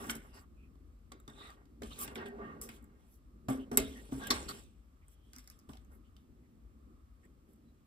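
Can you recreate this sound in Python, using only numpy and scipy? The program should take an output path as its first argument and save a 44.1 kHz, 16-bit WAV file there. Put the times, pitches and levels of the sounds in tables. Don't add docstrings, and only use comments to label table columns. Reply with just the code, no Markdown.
import sys
import numpy as np
from scipy import signal
from scipy.fft import rfft, irfft, next_fast_len
from scipy.io import wavfile
from scipy.ndimage import uniform_filter1d, map_coordinates

SR = 44100
rng = np.random.default_rng(int(sys.argv[2]) if len(sys.argv) > 2 else 0)


def pcm_store(signal):
    levels = np.round(np.clip(np.atleast_2d(signal), -1, 1) * 32767)
    wavfile.write(sys.argv[1], SR, levels.astype(np.int16).T)


def elevation(decibels):
    levels = np.asarray(decibels, float)
    return 10 ** (levels / 20)


N = 346626


def unit(x):
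    return x / np.sqrt(np.mean(x ** 2) + 1e-20)


def along(points, hz):
    f, v = np.transpose(points)
    return np.interp(np.log(hz + 1), np.log(f + 1), v)


def from_grid(step_s, values):
    return np.interp(np.arange(N) / SR, np.arange(0, N / SR, step_s), values)


def wobble(rate_hz):
    knots = rng.standard_normal(int(N * rate_hz / SR) + 4)
    return map_coordinates(knots, [np.arange(N) * rate_hz / SR])


def filtered(x, response):
    n = x.shape[-1]
    m = next_fast_len(n + 2048)
    return irfft(rfft(x, m) * response(np.fft.rfftfreq(m, 1 / SR)), m)[..., :n]


def colour(points):
    return lambda hz: elevation(along(points, hz))


def resonances(modes):
    def response(f):
        total = 0
        for k, (hz, width_hz, db) in enumerate(modes):
            damping = 1j * f * width_hz
            total = total + (-1) ** k * elevation(db) * damping / (hz * hz - f * f + damping)
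        return total
    return response


def spread(pair, alike):
    def mid_side(hz):
        angle = np.arccos(np.clip(along(alike, hz), -1, 1)) / 2
        return np.array([np.cos(angle), np.sin(angle)])
    mid, side = filtered(pair, mid_side)
    return np.array([mid + side, mid - side])


def grit(rate_hz, rough_db, patchy_db):
    z = signal.stft(rng.standard_normal((2, N)), nperseg=256)[2]
    field = uniform_filter1d(rng.standard_normal(z.shape[1:]), size=4, axis=0)
    field = uniform_filter1d(field, size=14, axis=1)
    pair = signal.istft(z * elevation(patchy_db * unit(field)), nperseg=256)[1][:, :N]
    return pair * elevation(rough_db * wobble(rate_hz))


def settle(t, start_s, db, t60_s):
    return elevation(db - 60 * np.abs(t - start_s) / t60_s) * (t >= start_s)


def swell(t, start_s, top_s, end_s, db):
    rise_fall = np.interp(t, [start_s, top_s, end_s], [0, 1, 0])
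    return elevation(db) * np.sin(np.pi / 2 * rise_fall) ** 1.6


# start_s, level_db, t60_s, scrape_over_rumble_db
SKIDS = [(0.113, -52.5, 0.38, 2), (1.118, -57.5, 0.41, -6.5), (1.278, -64, 0.56, 7),
         (1.819, -43, 0.28, -23), (3.486, -42, 0.77, -7), (3.715, -40.5, 0.33, -11), (3.777, -34, 0.21, -2),
         (4.31, -38.5, 0.1, 2), (4.32, -46, 0.64, 0), (4.494, -53, 0.21, 2.5), (4.54, -64, 0.26, -7),
         (5.333, -81, 1, 0), (5.691, -60, 0.2, -10)]
# start_s, hardest_s, end_s, level_db, scrape_over_rumble_db
DRAGS = [(-.15, .0, 0.22, -48.5, -2), (0.174, 0.253, 0.39, -66, -1.5), (0.318, 0.372, 0.47, -69, 11),
         (1.27, 1.48, 1.707, -63.5, -1), (1.922, 2.052, 2.33, -52, -4), (2.15, 2.18, 2.306, -47.5, -2),
         (2.25, 2.44, 2.746, -51, -7.5), (2.602, 2.68, 2.9, -64, -5), (2.73, 2.948, 3.18, -73, -2),
         (3.778, 3.87, 4.25, -57, -8), (4.074, 4.138, 4.7, -60.5, -10), (4.4, 4.557, 4.68, -64.5, -0.5),
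         (4.142, 4.29, 4.49, -52.5, 1.5), (5.002, 5.023, 5.1, -84, -8), (5.882, 5.93, 5.99, -69, -1),
         (6.12, 6.172, 6.22, -82, -20), (7.193, 7.27, 7.65, -76, -19), (7.46, 7.5, 7.55, -74, -13)]


def board_gains():
    t = np.arange(0, N / SR, .001)
    rumble, scrape = np.zeros((2, len(t)))
    for start_s, db, t60_s, scrape_db in SKIDS:
        rumble += settle(t, start_s, db, t60_s)
        scrape += settle(t, start_s, db + scrape_db, t60_s / 1.9)
    for start_s, top_s, end_s, db, scrape_db in DRAGS:
        push = swell(t, start_s, top_s, end_s, db)
        rumble += push
        scrape += push * elevation(scrape_db)
    return [from_grid(.001, g) for g in (rumble, scrape)]


# start_s, hiss_db, t60_s, rustle_over_hiss_db, airy_over_hiss_db
FLICKS = [(.1, -47, 0.12, -20, -1.5), (.152, -54, 0.12, -9.5, 1), (1.119, -57.5, 0.05, -2, -12),
          (1.278, -66, .25, -11.5, -25), (2.156, -53, .06, 6.5, -3.5), (2.175, -80, 0.33, 24, -13),
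          (2.258, -64, 0.14, 5.5, -10), (2.614, -50, 0.26, -14, -0.5), (2.69, -68.5, 0.3, 6.5, -19),
          (3.486, -52.5, 0.31, -1, -1), (3.715, -58, 0.39, -9, -5), (3.7746, -28, .05, -4.5, 0),
          (3.785, -48.5, 0.26, 6, -6.5), (4.27, -48, .04, -15, 2), (4.307, -37, 0.11, 2, -8),
          (4.34, -50, 0.67, 0, -14.5), (4.487, -53.5, 0.28, -4, -2), (4.54, -89, 0.38, 1.5, -13),
          (5.333, -76, 0.97, 0, -1), (5.392, -64, .06, -3, -3), (5.51, -68, .1, -3, -1),
          (5.69, -71, 0.4, 0, -1), (6.165, -91, 0.31, 8, 7.5)]
# start_s, fastest_s, end_s, hiss_db, brightness_db
SLIDES = [(-.1, 0.07, 0.17, -60.5, -1.5), (-.1, .03, 0.28, -77.5, -14), (0.085, 0.11, 0.122, -48, -2),
          (.18, 0.217, 0.43, -75.5, -3), (0.335, 0.36, 0.46, -68.5, -3.5), (1.29, 1.453, 1.6, -70, -10.5),
          (1.815, 1.836, 1.98, -65.5, -7.5), (1.983, 1.993, 2.03, -58, 6), (1.985, 2.035, 2.062, -52, 7),
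          (2.06, 2.12, 2.16, -72, -3), (1.877, 2.035, 2.123, -59.5, -9), (2.71, 2.76, 2.8, -72, -4),
          (2.96, 3.01, 3.24, -85, -6), (3.053, 3.143, 3.2, -84, 12.5), (3.794, 3.897, 4.3, -66.5, -7),
          (4.11, 4.128, 4.4, -63.5, -6), (4.5, 4.58, 4.68, -72, -7.5), (4.2, 4.251, 4.3, -67.5, -14),
          (5.062, 5.132, 5.16, -77.5, 3), (5.201, 5.284, 5.9, -85, -5), (5.9, 5.946, 6.0, -86, 12),
          (6.001, 6.072, 6.12, -93, -14), (7.189, 7.247, 7.29, -84, -7.5), (7.46, 7.503, 7.57, -85, 0)]


def sheet_gains():
    t = np.arange(0, N / SR, .001)
    rustle, hiss, airy = np.zeros((3, len(t)))
    for start_s, db, t60_s, rustle_db, airy_db in FLICKS:
        rustle += settle(t, start_s, db + rustle_db, t60_s / 0.98)
        hiss += settle(t, start_s, db, t60_s)
        airy += settle(t, start_s, db + airy_db, t60_s / 1.2)
    for start_s, top_s, end_s, db, bright_db in SLIDES:
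        slide = swell(t, start_s, top_s, end_s, db)
        rustle += slide * elevation(-7 - 0.96 * bright_db)
        hiss += slide
        airy += slide * elevation(bright_db)
    return [from_grid(.001, g) for g in (rustle, hiss, airy)]


# centre_hz, width_hz, level_db
RUBBED_MODES = [(230, 22, 3.5), (299.2, 120, -7.5), (394.1, 31, 2), (555, 160, -10.5)]
# centre_hz, width_hz, level_db
SCRAPED_MODES = [(621.6, 90, -5.5), (830, 220, -2), (1158, 77, 2), (1420, 60, -1.5), (1603, 50, -1.5),
                 (1878, 40, -1), (2139, 31, -2), (2694, 370, -14)]
# pitch_hz, density_db_per_hz
RUSTLE_BAND = [(1900, -18.5), (2400, -1), (3500, 0.5), (4300, -8), (5500, -12), (6500, -24.5)]
HISS_BAND = [(4000, -21.5), (5500, -3), (7000, -5), (8000, -0.5), (10000, -1.5), (11500, -25.5)]
AIRY_BAND = [(9500, -21), (11000, 4), (13000, -5), (15300, -4.5), (16200, -25.5)]


def strokes(rumble_gain, scrape_gain):
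    rustle_gain, hiss_gain, airy_gain = sheet_gains()

    def scraped(hz):
        return resonances(SCRAPED_MODES)(hz) ** 1.1 / (1 + (hz / 3200) ** 4)

    rumble = unit(filtered(grit(40, rough_db=0.7, patchy_db=2.0), resonances(RUBBED_MODES)))
    scrape = unit(filtered(grit(70, rough_db=3.0, patchy_db=1.0), scraped))
    rustle = unit(filtered(grit(150, rough_db=0.5, patchy_db=3.0), colour(RUSTLE_BAND)))
    fine = grit(300, rough_db=1.5, patchy_db=3.0)
    hiss = unit(filtered(fine, colour(HISS_BAND)))
    airy = unit(filtered(fine, colour(AIRY_BAND)))
    board = rumble_gain * rumble + scrape_gain * scrape
    return board + rustle_gain * rustle + hiss_gain * hiss + airy_gain * airy


# centre_hz, width_hz, level_db
KNOCKED_MODES = [(135, 15, -11.5), (228, 20, -4.5), (282.5, 32, -2), (420, 30, -5.5), (609, 17, -7),
                 (825, 68, -5), (1048, 64, -5.5)]
# centre_hz, width_hz, level_db
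TAPPED_MODES = [(706, 160, -7), (1190, 180, -1), (1530, 250, -1.5), (2145, 340, -4)]


def contact(out, start_s, db, knock_db, body_db, snap_hz, top_db,
            snap_t60_s=.019, body_t60_s=.069, dull_hz=np.inf):
    t = np.arange(SR // 6) / SR
    snap_noise, body_noise, ragged, top_noise = rng.standard_normal((4, 2, len(t)))

    rise = 1 - np.exp(-t * snap_hz / 1.9)
    snap_modes = [(snap_hz, 0.14 * snap_hz, 0), (1.7 * snap_hz, 1.3 * snap_hz, -9)]
    snap = filtered(snap_noise * elevation(-60 * t / snap_t60_s) * rise, resonances(snap_modes))

    top_modes = resonances([(11600, 2200, 0), (14200, 2500, -3)])
    top = filtered(top_noise * elevation(-60 * t / 0.0024), lambda f: top_modes(f) ** 2)

    body = filtered(body_noise * elevation(-60 * t / body_t60_s),
                    lambda f: resonances(TAPPED_MODES)(f) / (1 + 1j * f / dull_hz) ** 3)

    blow = (1 + 0.41 * ragged) * t * elevation(-60 * t / 0.0089)
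    knock = filtered(blow, resonances(KNOCKED_MODES))

    start = round(start_s * SR)
    layers = [(-5.0, snap), (top_db + 0.5, top), (body_db + 1.0, body), (knock_db - 0.5, knock)]
    for layer_db, layer in layers:
        out[:, start:start + len(t)] += elevation(db + layer_db) * layer / np.abs(layer[0]).max()


# start_s, peak_db, knock_db, body_db, snap_hz
TAPS = [(.096, -24.5, -19, -6, 3050), (1.1195, -39, -22.5, -10, 3510), (1.278, -39.5, -4.5, -17, 3630),
        (1.654, -60, -6, -12, 2900), (1.82, -40, 0.5, -5.5, 3660), (2.077, -36.5, -7.5, -7.5, 2720),
        (2.156, -45, -32, 6.5, 3140), (2.259, -55, 2.5, 6.5, 3400), (2.689, -40.5, -20, -4.5, 2300),
        (3.799, -28, -9.5, -12, 3817), (4.211, -52, 0, -9.5, 2920), (4.237, -38, -10.5, -15.5, 3000),
        (4.304, -17.5, -21, -9.5, 4192), (4.3077, -12.5, -25, -17, 4210), (4.312, -18.5, -26, -12, 4390),
        (4.489, -27.5, -17.5, -16.5, 4194), (5.733, -43.5, -8.5, -15, 2700), (5.77, -48, -13, -13, 3500),
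        (5.847, -60, -10, -20, 6500), (6.165, -48, -33.5, -20, 2900)]


def taps(out):
    for start_s, db, knock_db, body_db, snap_hz in TAPS:
        contact(out, start_s, db, knock_db, body_db, snap_hz, top_db=-20.5)


# start_s, peak_db, knock_db, body_db
THUDS = [(.754, -65.5, 9, -13), (1.833, -38, -10, -15.5), (1.91, -52, 4.5, -0.5), (3.484, -37, 9.5, 4),
         (3.715, -42, 9, 0), (3.74, -48, 2.5, -0.5), (4.087, -59.5, 10.5, -6), (4.121, -51.5, 15.5, 5.5),
         (4.142, -48.5, 3.5, -9), (5.692, -52, 12, -3), (7.805, -70, 2.5, -11)]


def thuds(out):
    for start_s, db, knock_db, body_db in THUDS:
        contact(out, start_s, db, knock_db, body_db, snap_hz=3070, top_db=-11,
                body_t60_s=0.21, dull_hz=900)


# start_s, peak_db, knock_db, top_db
CREASES = [(.014, -42, -25.5, -6), (.068, -43.5, -29.5, -12), (.155, -37, -6, -10),
           (2.15, -47.5, -30.5, -2), (2.171, -52, -30.5, -4), (2.217, -54, -28.5, -9),
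           (2.273, -57, -30, -4), (2.284, -48.5, -30, -7), (1.2, -48, -22, -22), (1.3, -49, -29, -8),
           (1.471, -51, -29, -6), (1.503, -48, -29, -8), (1.988, -36, -39, -17), (2.615, -34.5, -33, 1),
           (2.641, -39.5, -26, -9), (2.69, -40, -10, -18), (2.825, -57, -8.5, -3), (2.842, -50, -18, -9),
           (3.502, -33.5, 1.5, -8), (3.7726, -10, -36, -9), (4.272, -28, -20, -8.5),
           (5.082, -51, -10, -19.5), (7.252, -57.5, 1, -18), (7.534, -59, -14, 2), (7.56, -66, -14, -1)]


def creases(out):
    for start_s, db, knock_db, top_db in CREASES:
        contact(out, start_s, db, knock_db, body_db=-20, snap_hz=7740, top_db=top_db)


# start_s, peak_db, top_db
CRINKLES = [(.342, -56, -9), (5.333, -38, -14), (5.354, -48, -10), (5.362, -37, -10), (5.384, -37, -7),
            (5.442, -50, -15), (5.475, -38.5, -10), (5.5, -39, -6), (5.59, -50, -7), (5.597, -54, -7),
            (5.72, -57, -8), (5.754, -52, -10), (5.918, -62, -5)]


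def crinkles(out):
    for start_s, db, top_db in CRINKLES:
        contact(out, start_s, db, knock_db=-43, body_db=-19, snap_hz=5200, top_db=top_db, snap_t60_s=.014)


def contacts():
    out = np.zeros((2, N + SR))
    for source in (taps, thuds, creases, crinkles):
        source(out)
    return out[:, :N]


# start_s, pitch_hz,
# level_db, t60_s
RINGS = [(0.068, 301, -32.5, .03), (0.083, 231, -37.5, 0.11), (.096, 1470, -32.5, .04),
         (.096, 3120, -32.5, 0.023), (.153, 228, -41, 0.13), (1.118, 1130, -46, 0.054),
         (1.201, 3750, -63, .025), (1.201, 1250, -58, 0.055), (1.279, 1165, -45.5, 0.054),
         (1.278, 3660, -52, .02), (1.299, 3660, -52, .03), (1.336, 3600, -57, 0.025),
         (1.503, 4700, -56, .015), (1.821, 222, -33, 0.08), (1.834, 223.5, -33, 0.1),
         (2.077, 2070, -48, .04), (3.486, 264.4, -25, 0.12), (3.484, 131, -37.5, 0.2),
         (3.49, 786, -45, .15), (3.485, 1155, -44, .1), (3.485, 656, -43.5, 0.19), (3.509, 263.8, -30, .4),
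         (3.503, 440, -46, .15), (3.716, 272, -33, 0.11), (3.715, 714, -41.5, 0.13),
         (3.74, 266, -40.5, 0.23), (3.7729, 7350, -22, .018), (3.773, 3790, -31, .05),
         (3.773, 2110, -35.5, 0.12), (3.775, 5750, -35, 0.03), (3.773, 1177, -36.5, 0.035),
         (3.772, 428, -36.5, 0.3), (3.797, 266.4, -35, 0.39), (3.797, 643.7, -39.5, 0.14),
         (4.121, 267, -32, 0.1), (4.12, 130, -45, 0.37), (4.121, 650, -44.5, 0.083), (4.144, 271, -35, 0.2),
         (4.306, 1120, -31, .1), (4.305, 1440, -37, 0.059), (4.305, 3600, -29, 0.072),
         (4.306, 4250, -24, 0.045), (4.304, 5500, -30, 0.064), (4.305, 420, -36, 0.1),
         (5.082, 8620, -53.5, 0.022), (5.362, 250, -51, .15), (5.734, 2765, -58, .012),
         (5.734, 653, -58, 0.048), (5.754, 751, -52, 0.031), (5.771, 3280, -64, .03),
         (3.7727, 7720, -11, .008),
    (3.7727, 11560, -9, .009),
    (3.7727, 9700, -10, .008),
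    (3.7727, 14300, -18, .005),
    (3.7767, 11500, -20, .014),
    (3.7767, 8000, -24, .015),
    (4.305, 334, -32, .1),
    (4.123, 390, -42, .06),
    (4.123, 463, -46, .1),
]


def rings():
    out = np.zeros((2, N + SR))
    t = np.arange(SR // 3) / SR
    for start_s, hz, db, t60_s in RINGS:
        knots = rng.standard_normal(300)
        beats = t * (50.3 + .09 * hz)
        beat_db = 4 * np.interp(beats, np.arange(knots.size), knots) * np.minimum(beats / 2, 1)
        rise = 1 - np.exp(-t * hz / 0.69)
        cycles = hz * t + np.array([[0], [rng.random()]])
        start = round(start_s * SR)
        level = elevation(db + beat_db - 60 * t / t60_s)
        out[:, start:start + len(t)] += level * rise * np.sin(2 * np.pi * cycles)
    return out[:, :N]


# start_s, end_s, pitch_hz, width_hz, level_db
SQUEAKS = [(0.55, .7, 2510, 260, -77), (0.28, 0.425, 2820, 220, -72), (0.32, 0.419, 4860, 1100, -66.5),
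           (1.33, 1.52, 3720, 420, -61.5), (1.37, 1.57, 1220, 240, -61), (1.4, 1.53, 1920, 240, -64),
           (0, .06, 1150, 95, -52.5), (.24, .27, 1170, 180, -62), (.33, 0.47, 1120, 240, -71),
           (2.16, 2.52, 404, 18.3, -53.5), (2.16, 2.35, 231, 22.4, -53.5), (2.17, 2.34, 1590, 60, -58),
           (2.17, 2.36, 1870, 60, -61), (2.4, 2.56, 1850, 50, -59.5), (2.4, 2.48, 1600, 46, -62),
           (2.6, 2.675, 1150, 110, -61.5), (2.55, 2.73, 440, 89, -60.5), (1.845, 1.87, 1150, 120, -61),
           (1.898, 1.932, 1135, 120, -58.5), (5.33, 5.4, 1400, 400, -72.5), (1.898, 1.93, 3050, 500, -57),
           (1.905, 1.945, 3740, 450, -59.5), (3.581, 3.658, 2960, 500, -66), (3.8, 3.9, 3750, 164, -59.5),
           (4.302, 4.335, 4300, 1200, -37.5), (3.944, 4.022, 1870, 160, -59.5),
           (4.205, 4.29, 1610, 70, -48), (4.236, 4.3, 3100, 800, -53), (4.478, 4.53, 1270, 230, -46),
           (5.01, 5.42, 3200, 440, -83), (2.16, 2.55, 700, 270, -59.5), (5.01, 5.06, 2200, 560, -77),
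           (5.323, 5.423, 5270, 1100, -69.5), (1.975, 2.055, 1150, 90, -51), (2.371, 2.58, 1160, 70, -54),
           (4.476, 4.525, 4370, 600, -48), (7.224, 7.272, 1920, 490, -73.5), (6.42, 6.48, 2000, 400, -83),
           (6.04, 6.1, 3000, 510, -81), (2.4, 2.55, 2840, 500, -71), (7.64, 7.728, 3980, 200, -89)]


def squeaks():
    out = np.zeros((2, N))
    for start_s, end_s, hz, width_hz, db in SQUEAKS:
        a, b = round(start_s * SR), round(end_s * SR)
        mode = resonances([(hz, width_hz, 0)])
        tone = filtered(rng.standard_normal((2, b - a)), lambda f: mode(f) ** 1.7)
        out[:, a:b] += elevation(db) * unit(tone) * signal.windows.tukey(b - a, .6)
    return out * elevation(2.0 * wobble(45))


# pitch_hz, t60_s
ROOM_DECAY = [(200, 0.1), (2000, 0.41), (10000, 0.062)]


def room(x):
    hz, t, z = signal.stft(rng.standard_normal((2, SR // 2)), SR, nperseg=256)
    decay = elevation(-60 * t / along(ROOM_DECAY, hz)[:, None])
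    tail = signal.istft(z * decay, SR, nperseg=256)[1]
    delayed = np.pad(x, ((0, 0), (200, 0)))
    return signal.fftconvolve(delayed, tail / np.linalg.norm(tail[0]), axes=1)[:, :N]


# time_s, level_db
VENT = [
    (0, -59),
    (2.8, -59.5),
    (4.3, -58.5),
    (4.9, -61.5),
    (7.1, -61.5),
    (7.86, -66),
]
# start_s, level_db
JOLTS = [
    (1.83, -55.5),
    (2.17, -70),
    (3.49, -61),
    (3.78, -45.5),
    (4.13, -53),
    (4.31, -47),
    (5.69, -54),
]
# centre_hz, width_hz, level_db
DRONE_MODES = [(134, 60, -6), (228, 34, 2.5), (320, 130, -5.5)]
# pitch_hz, density_db_per_hz
AIR_BAND = [(300, -11), (500, -3), (900, -8), (2000, -12.5), (4000, -18.5), (8000, -20.5), (15200, -22),
            (15600, -45.5)]
# pitch_hz, likeness_0_to_1
AIR_ALIKE = [(40, 0.84), (250, 1), (600, 0.23), (5500, 0.23), (7500, .92), (16000, .93)]


def air(board_gain):
    vent = elevation(np.interp(np.arange(N) / SR, *np.transpose(VENT))) * elevation(1.6 * wobble(3))
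    pressed = uniform_filter1d(board_gain, size=SR // 10)
    t = np.arange(0, N / SR, .02)
    rocking = from_grid(.02, sum(settle(t, start_s, db, t60_s=0.71) for start_s, db in JOLTS))

    def deep_band(hz):
        return resonances([(53, 34, 0)])(hz) ** 2 / (1 + (36 / (hz + 1)) ** 4)

    def drone_band(hz):
        return resonances(DRONE_MODES)(hz) / (1 + (hz / 550) ** 4)

    def duct_band(hz):
        return resonances([(1070, 160, -2), (1260, 220, 0)])(hz) ** 1.5

    deep = (vent + rocking) * unit(filtered(rng.standard_normal((2, N)), deep_band))
    drone = unit(filtered(grit(5.9, rough_db=2.5, patchy_db=1.0), drone_band))
    drone = (elevation(-5.5) * vent + elevation(-10.5) * pressed) * drone
    duct = elevation(-82 + 2.5 * wobble(3.6)) * unit(filtered(rng.standard_normal((2, N)), duct_band))
    steady = elevation(-78.0) * unit(filtered(rng.standard_normal((2, N)), colour(AIR_BAND)))
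    return spread(deep + drone + duct + steady, AIR_ALIKE)


# pitch_hz, likeness_0_to_1
NEAR_ALIKE = [(250, 1), (600, 0.93), (1500, 0.31), (3000, 0.35), (5500, 0.41), (7500, 0.997), (16000, 1)]


def scene():
    rumble_gain, scrape_gain = board_gains()
    hits, tones = contacts(), rings()
    answer = elevation(-10.5) * room(hits + 0.6 * tones)
    table = strokes(rumble_gain, scrape_gain) + squeaks() + hits + tones + answer
    return spread(table, NEAR_ALIKE) + air(rumble_gain)


# pitch_hz, left_minus_right_db
SIDES = [(50, 3), (150, 1.5), (700, -2), (2500, -2), (6000, -0.5)]
# pitch_hz, right_lead_rad
TURN = [(0, 0), (125, .2), (300, .6), (700, 1.6), (1300, 2.9), (2500, 4.3), (4200, 6.2),
        (8050, 0), (14700, -4 * np.pi), (18025, -6 * np.pi)]


def microphones(dry):
    def sides(hz):
        phase_rad = np.interp(hz, *np.transpose(TURN))
        left = elevation(along(SIDES, hz) / 2) * np.exp(-.5j * phase_rad)
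        return np.array([left, 1 / left]) / (1 + (hz / 15800) ** 70)
    return filtered(dry, sides)


def band_limit(x):
    return signal.sosfilt(signal.butter(12, 16550, fs=SR, output="sos"), x)


def record(dry):
    mix = microphones(dry)
    return band_limit(mix)


dry = scene()
out = record(dry)
pcm_store(out)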